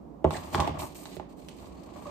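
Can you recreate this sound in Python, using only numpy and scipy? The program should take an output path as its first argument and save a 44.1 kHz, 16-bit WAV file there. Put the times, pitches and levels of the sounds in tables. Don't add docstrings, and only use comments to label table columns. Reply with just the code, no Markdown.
import sys
import numpy as np
from scipy import signal
from scipy.fft import rfft, irfft
from scipy.io import wavfile

SR = 44100
rng = np.random.default_rng(int(sys.argv[2]) if len(sys.argv) > 2 else 0)


def unload_audio(sound):
    columns = np.transpose(np.atleast_2d(sound))
    steps = np.round(np.clip(columns, -1, 1) * 32767)
    wavfile.write(sys.argv[1], SR, steps.astype(np.int16))


N = 92610
T = np.arange(N) / SR
HZ = np.fft.rfftfreq(2 * N, 1 / SR)

# frequency in Hz, level in dB, seconds to fall 60 dB.
WALL_MODES = [(305, -13.5, 0.12), (368.5, -4.5, 0.094), (442, -13, 0.051), (530.8, -16, 0.17),
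              (743, -22, 0.2), (852, -14.5, 0.044), (935, -17, 0.078), (1096, -19, 0.058),
              (1130, -24.5, 0.095), (1800, -60, 0.12)]


def amp(db):
    return 10 ** (np.asarray(db) / 20)


def unit(x):
    return x / np.sqrt(np.mean(x ** 2) + 1e-20)


def curve(points, hz):
    points_hz, values = np.transpose(points)
    return np.interp(np.log(hz + 1), np.log(points_hz + 1), values)


def pan(db):
    return amp(np.array([[db], [-db]]) / 2)


def add(mix, start_s, sound):
    part = mix[:, round(start_s * SR):][:, :sound.shape[-1]]
    part += sound[..., :part.shape[1]]


def colour(x, db):
    log_gain = np.log(amp(np.r_[db, db[-2:0:-1]]))
    response = np.exp(np.conj(signal.hilbert(log_gain)))[:N + 1]
    return irfft(rfft(x, 2 * N) * response)[..., :N]


def pair(a, b, likeness):
    return np.array([a, likeness * a + np.sqrt(1 - likeness ** 2) * b])


def ring(modes, t):
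    return sum(amp(db - 60 * t / t60) * np.sin(2 * np.pi * hz * t) for hz, db, t60 in modes)


def appliance_hum():
    # frequency in Hz, relative level in dB.
    spectrum = [(40, -6.5), (58, 2.5), (80, -8.5), (112, -16), (168, 0), (205, -5.5), (300, -2),
                (420, -11.5), (750, -15), (1100, -21.5), (1500, -37), (3000, -47.5), (15000, -56.5)]
    noise = pair(*rng.standard_normal((2, N)), likeness=0.09)
    return amp(-46) * unit(colour(noise, curve(spectrum, HZ)))


def kitchen_echo(x):
    # frequency in Hz, seconds to fall 60 dB.
    room_t60 = [(80, 0.34), (260, 0.27), (700, 0.27), (2000, 0.45), (5000, 0.5), (14000, 0.066)]
    gap_s, early_decay_s, echoes_per_s = 0.0034, 0.0039, 3000
    t = T[:SR // 2]
    shape = (2, 2, len(t))
    early, tail = rng.choice([-1., 1.], shape) * (rng.random(shape) < echoes_per_s / SR)
    hz, when, bands = signal.stft(tail, SR, nperseg=256)
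    bands *= amp(-60 * when / curve(room_t60, hz)[:, None])
    tail = signal.istft(bands, SR, nperseg=256)[1][:, :len(t)] * (t > gap_s)
    early *= np.exp(-t / early_decay_s) * (t > gap_s)
    echo = (amp(-3.5) * unit(early) + amp(-6.5) * unit(tail)) / np.sqrt(len(t))
    return signal.fftconvolve(x, echo, axes=1)[:, :N]


def brief_resonances():
    # start in seconds, decay in seconds, pitch in Hz, bandwidth in Hz, level in dB.
    resonances = [(0.344, 0.017, 1830, 520, -38.5), (0.319, 0.038, 8130, 450, -49.5),
                  (.597, 0.018, 1010, 385, -24.5), (.82, 0.025, 920, 80, -39.5),
                  (1.766, 0.056, 4350, 300, -68), (2.053, .03, 1110, 206, -42),
                  (2.056, 0.032, 583, 50, -41)]
    attack_s = 0.0013
    t, mix = T[:SR // 2], np.zeros((2, N))
    for start_s, decay_s, hz, width_hz, db in resonances:
        band = 1 / (1 + (2 * (HZ - hz) / width_hz) ** 4)
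        drive = rng.standard_normal(2 * N)
        swell = (1 - np.exp(-t / attack_s)) * np.exp(-t / decay_s)
        ringing = irfft(rfft(drive) * band)[:len(t)] * swell
        add(mix, start_s, amp(db) * unit(ringing) * np.sqrt(np.mean(swell ** 2)))
    return mix


def friction(spectrum, likeness=0.041, grains_per_s=7000):
    spread_db, flutter_db, clump_s = 0.5, 2.5, 0.0082
    sizes = amp(spread_db * np.minimum(rng.exponential(1, (2, N)), 4))
    signs = rng.choice([-1, 1], (2, N))
    grains = sizes * signs * (rng.random((2, N)) < grains_per_s / SR)
    clumps = unit(signal.fftconvolve(rng.standard_normal(N), np.hanning(int(2 * clump_s * SR)), "same"))
    clicks = pair(*grains, likeness) * amp(flutter_db * clumps)
    return unit(colour(clicks, curve(spectrum, HZ)))


def rubs():
    # start in seconds, length in seconds, then rumble, scratch and fizz levels in dB.
    strokes = [(0.258, 0.052, -64, -67, -69), (0.311, 0.066, -39.5, -48, -54),
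               (0.377, 0.175, -44, -57, -59.5), (0.522, 0.034, -38, -45.5, -56),
               (0.547, 0.072, -36.5, -49.5, -57), (0.613, 0.072, -33.5, -61, -62),
               (0.732, 0.12, -41, -65, -73), (0.783, 0.013, -35, -44.5, -45.5),
               (0.789, 0.066, -44, -53.5, -46.5), (0.856, 0.067, -68, -61, -64),
               (0.943, 0.096, -54, -56, -52), (1.044, 0.12, -55.5, -57, -59),
               (1.286, 0.039, -58.5, -66.5, -72), (1.362, 0.1, -61.5, -65, -68.5),
               (1.471, 0.2, -60.5, -64.5, -70), (1.576, 0.098, -52.5, -63, -66),
               (1.693, 0.57, -54, -66.5, -74.5), (1.931, 0.13, -49.5, -62.5, -67.5),
               (2.045, .08, -48, -57.5, -71)]
    # frequency in Hz, relative level in dB.
    rumble_tone = [(40, -34), (80, 3.5), (115, -3), (250, -2), (430, -12.5), (600, 0), (880, -4),
                   (1150, -1), (1400, -17.5), (2500, -21), (6000, -48.5)]
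    scratch_tone = [(400, -26), (1450, -4), (1900, -1), (2300, 3.5), (3700, 0.5), (4450, 2.5), (5300, -4.5),
                    (7400, -1.5), (8300, -2.5), (10000, -20), (15000, -52)]
    fizz_tone = [(2000, -44), (5000, -0.5), (7000, 0.5), (8700, 6), (10000, 4), (12000, 5.5), (14300, 0.5),
                 (15600, -42)]
    attack_s, release_s, fizz_lag_s = 0.012, 0.019, 0.000136
    power = np.zeros((3, N))
    for start_s, length_s, *levels_db in strokes:
        rise = np.clip((T - start_s) / attack_s, 0, 1)
        fall = np.exp(-np.maximum(T - start_s - length_s, 0) / release_s)
        power += (amp(levels_db)[:, None] * rise * fall) ** 2
    rumble_gain, scratch_gain, fizz_gain = np.sqrt(power)
    drag = friction(rumble_tone)
    ringing = signal.fftconvolve(drag, ring(WALL_MODES, T[:SR // 2])[None], axes=1)[:, :N]
    rumble = unit(drag + amp(-9) * unit(ringing))
    fizz = friction(fizz_tone, likeness=0.93)
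    fizz[1] = np.roll(fizz[1], round(fizz_lag_s * SR))
    scratch = friction(scratch_tone, grains_per_s=1500)
    return pan(4.5) * rumble_gain * rumble + scratch_gain * scratch + fizz_gain * fizz


def snap(t, top_hz, decay_s):
    tail_db, tail_s = -21.5, 0.0048
    envelope = np.exp(-t / decay_s) + amp(tail_db) * np.exp(-t / tail_s)
    noise = pair(*rng.standard_normal((2, len(t))), likeness=0.097)
    return signal.lfilter(*signal.butter(2, top_hz, fs=SR), envelope * noise)


def crackles():
    # start in seconds, level in dB.
    ticks = [(0.3066, -33), (0.548, -22), (.602, -45), (0.6745, -28.5), (0.948, -32), (1.156, -32),
             (1.4862, -35), (1.836, -41)]
    mix = np.zeros((2, N))
    for start_s, db in ticks:
        tick = snap(T[:SR // 2], top_hz=10200, decay_s=0.00016)
        add(mix, start_s, amp(db) * np.diff(tick))
    return mix


def bending_waves(x):
    bass_lag_s, half_lag_hz = 0.00473, 242
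    phase = 2 * np.pi * bass_lag_s * half_lag_hz * np.arctan(HZ / half_lag_hz)
    return irfft(rfft(x, 2 * N) * np.exp(-1j * phase))[:, :N]


def knocks():
    # start in seconds, slap level in dB, slap pitch in Hz, boom level in dB, snap level in dB,
    # snap low-pass in Hz, left over right in dB.
    contacts = [(0.2439, -8, 519, -20, -25.5, 4300, 3), (.2478, -12.5, 850, -54, -67, 2114, 1),
                (0.2567, -19, 704, -35, -59, 2010, -5), (0.3075, -22.5, 1080, -56, -21.5, 5030, -2.5),
                (.329, -25.5, 710, -44, -46, 8000, 5), (0.354, -24.5, 730, -45, -38, 4000, 5),
                (0.5468, -10, 1054, -28.5, -12, 2670, 5.5), (0.5543, -27, 356, -32, -22.5, 6040, 4.5),
                (0.581, -20.5, 860, -21.5, -29, 3000, 2), (0.5956, -13, 860, -42, -47, 9000, 0),
                (0.602, -25, 880, -51, -14.5, 7100, -2), (0.6057, -17.5, 910, -66, -62, 5000, -1),
                (0.6762, -17, 842, -48, -19.5, 4200, -1), (0.69, -28.5, 355, -29.5, -46, 2900, 8.5),
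                (.820, -26, 900, -61, -34.5, 4170, -4), (1.056, -34, 1110, -58, -30.5, 8000, -0.5),
                (1.1672, -34, 520, -42, -34.5, 3970, -7), (1.1975, -26.5, 784, -57, -35, 3100, -2),
                (1.486, -51, 1870, -70, -30.5, 9600, -5)]
    # frequency in Hz, level in dB, seconds to fall 60 dB.
    hollow_modes = [(63.4, -18, 0.083), (81.3, -1.5, 0.14), (134, 2.5, 0.056), (158.2, -4.5, 0.22),
                    (200.6, -1.5, 0.09)]
    # frequency in Hz, gain in dB.
    snap_tone = [(200, -19), (900, 4), (2000, 4.5), (4200, 1.5), (6000, -3), (8500, -1), (12000, -9),
                 (16000, -37)]
    boom_rise_s, cycles_to_peak = 0.0032, 0.73
    t = T[:SR // 2]
    walls = ring(WALL_MODES, t)
    boom = ring(hollow_modes, t) * (1 - np.exp(-t / boom_rise_s))
    thuds, snaps = np.zeros((2, 2, N))
    for start_s, slap_db, hz, boom_db, snap_db, top_hz, pan_db in contacts:
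        age = t * hz / cycles_to_peak
        slap = age ** 2 * np.exp(2 * (1 - age)) * np.sin(2 * np.pi * hz * t)
        ringing = signal.fftconvolve(slap / abs(rfft(slap)).max(), walls)[:len(t)]
        add(thuds, start_s, pan(pan_db) * (amp(slap_db) * (slap + ringing) + amp(boom_db) * boom))
        add(snaps, start_s, pan(pan_db) * amp(snap_db) * snap(t, top_hz, decay_s=0.00065))
    return bending_waves(thuds) + colour(snaps, curve(snap_tone, HZ))


def scene():
    hits = knocks() + crackles()
    handling = rubs() + brief_resonances()
    return hits + handling + kitchen_echo(hits + amp(-5.5) * handling) + appliance_hum()


def record(dry):
    # frequency in Hz, left over right in dB.
    balance = [(60, -4.5), (200, -4.5), (380, -7.5), (700, -6), (1300, -1.5), (15000, 0)]
    mono_below_hz, low_cut_hz, high_cut_hz = 250, 48, 15700
    dip_hz, dip_half_width_hz, dip_centre_db = 10400, 647, -20.5
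    mid, side = dry.mean(0), (dry[0] - dry[1]) / 2
    side = irfft(rfft(side, 2 * N) * HZ / np.hypot(HZ, mono_below_hz))[:N]
    dip_db = dip_centre_db * np.exp(-((HZ - dip_hz) / dip_half_width_hz) ** 4)
    lean_db = curve(balance, HZ) / 2
    heard = np.array([colour(mid + side, dip_db + lean_db), colour(mid - side, dip_db - lean_db)])
    low_cut = signal.butter(4, low_cut_hz, "high", fs=SR, output="sos")
    high_cut = signal.firwin(511, high_cut_hz, window=("kaiser", 9), fs=SR)
    return signal.oaconvolve(signal.sosfilt(low_cut, heard), high_cut[None], "same")


dry = scene()
out = record(dry)
unload_audio(out)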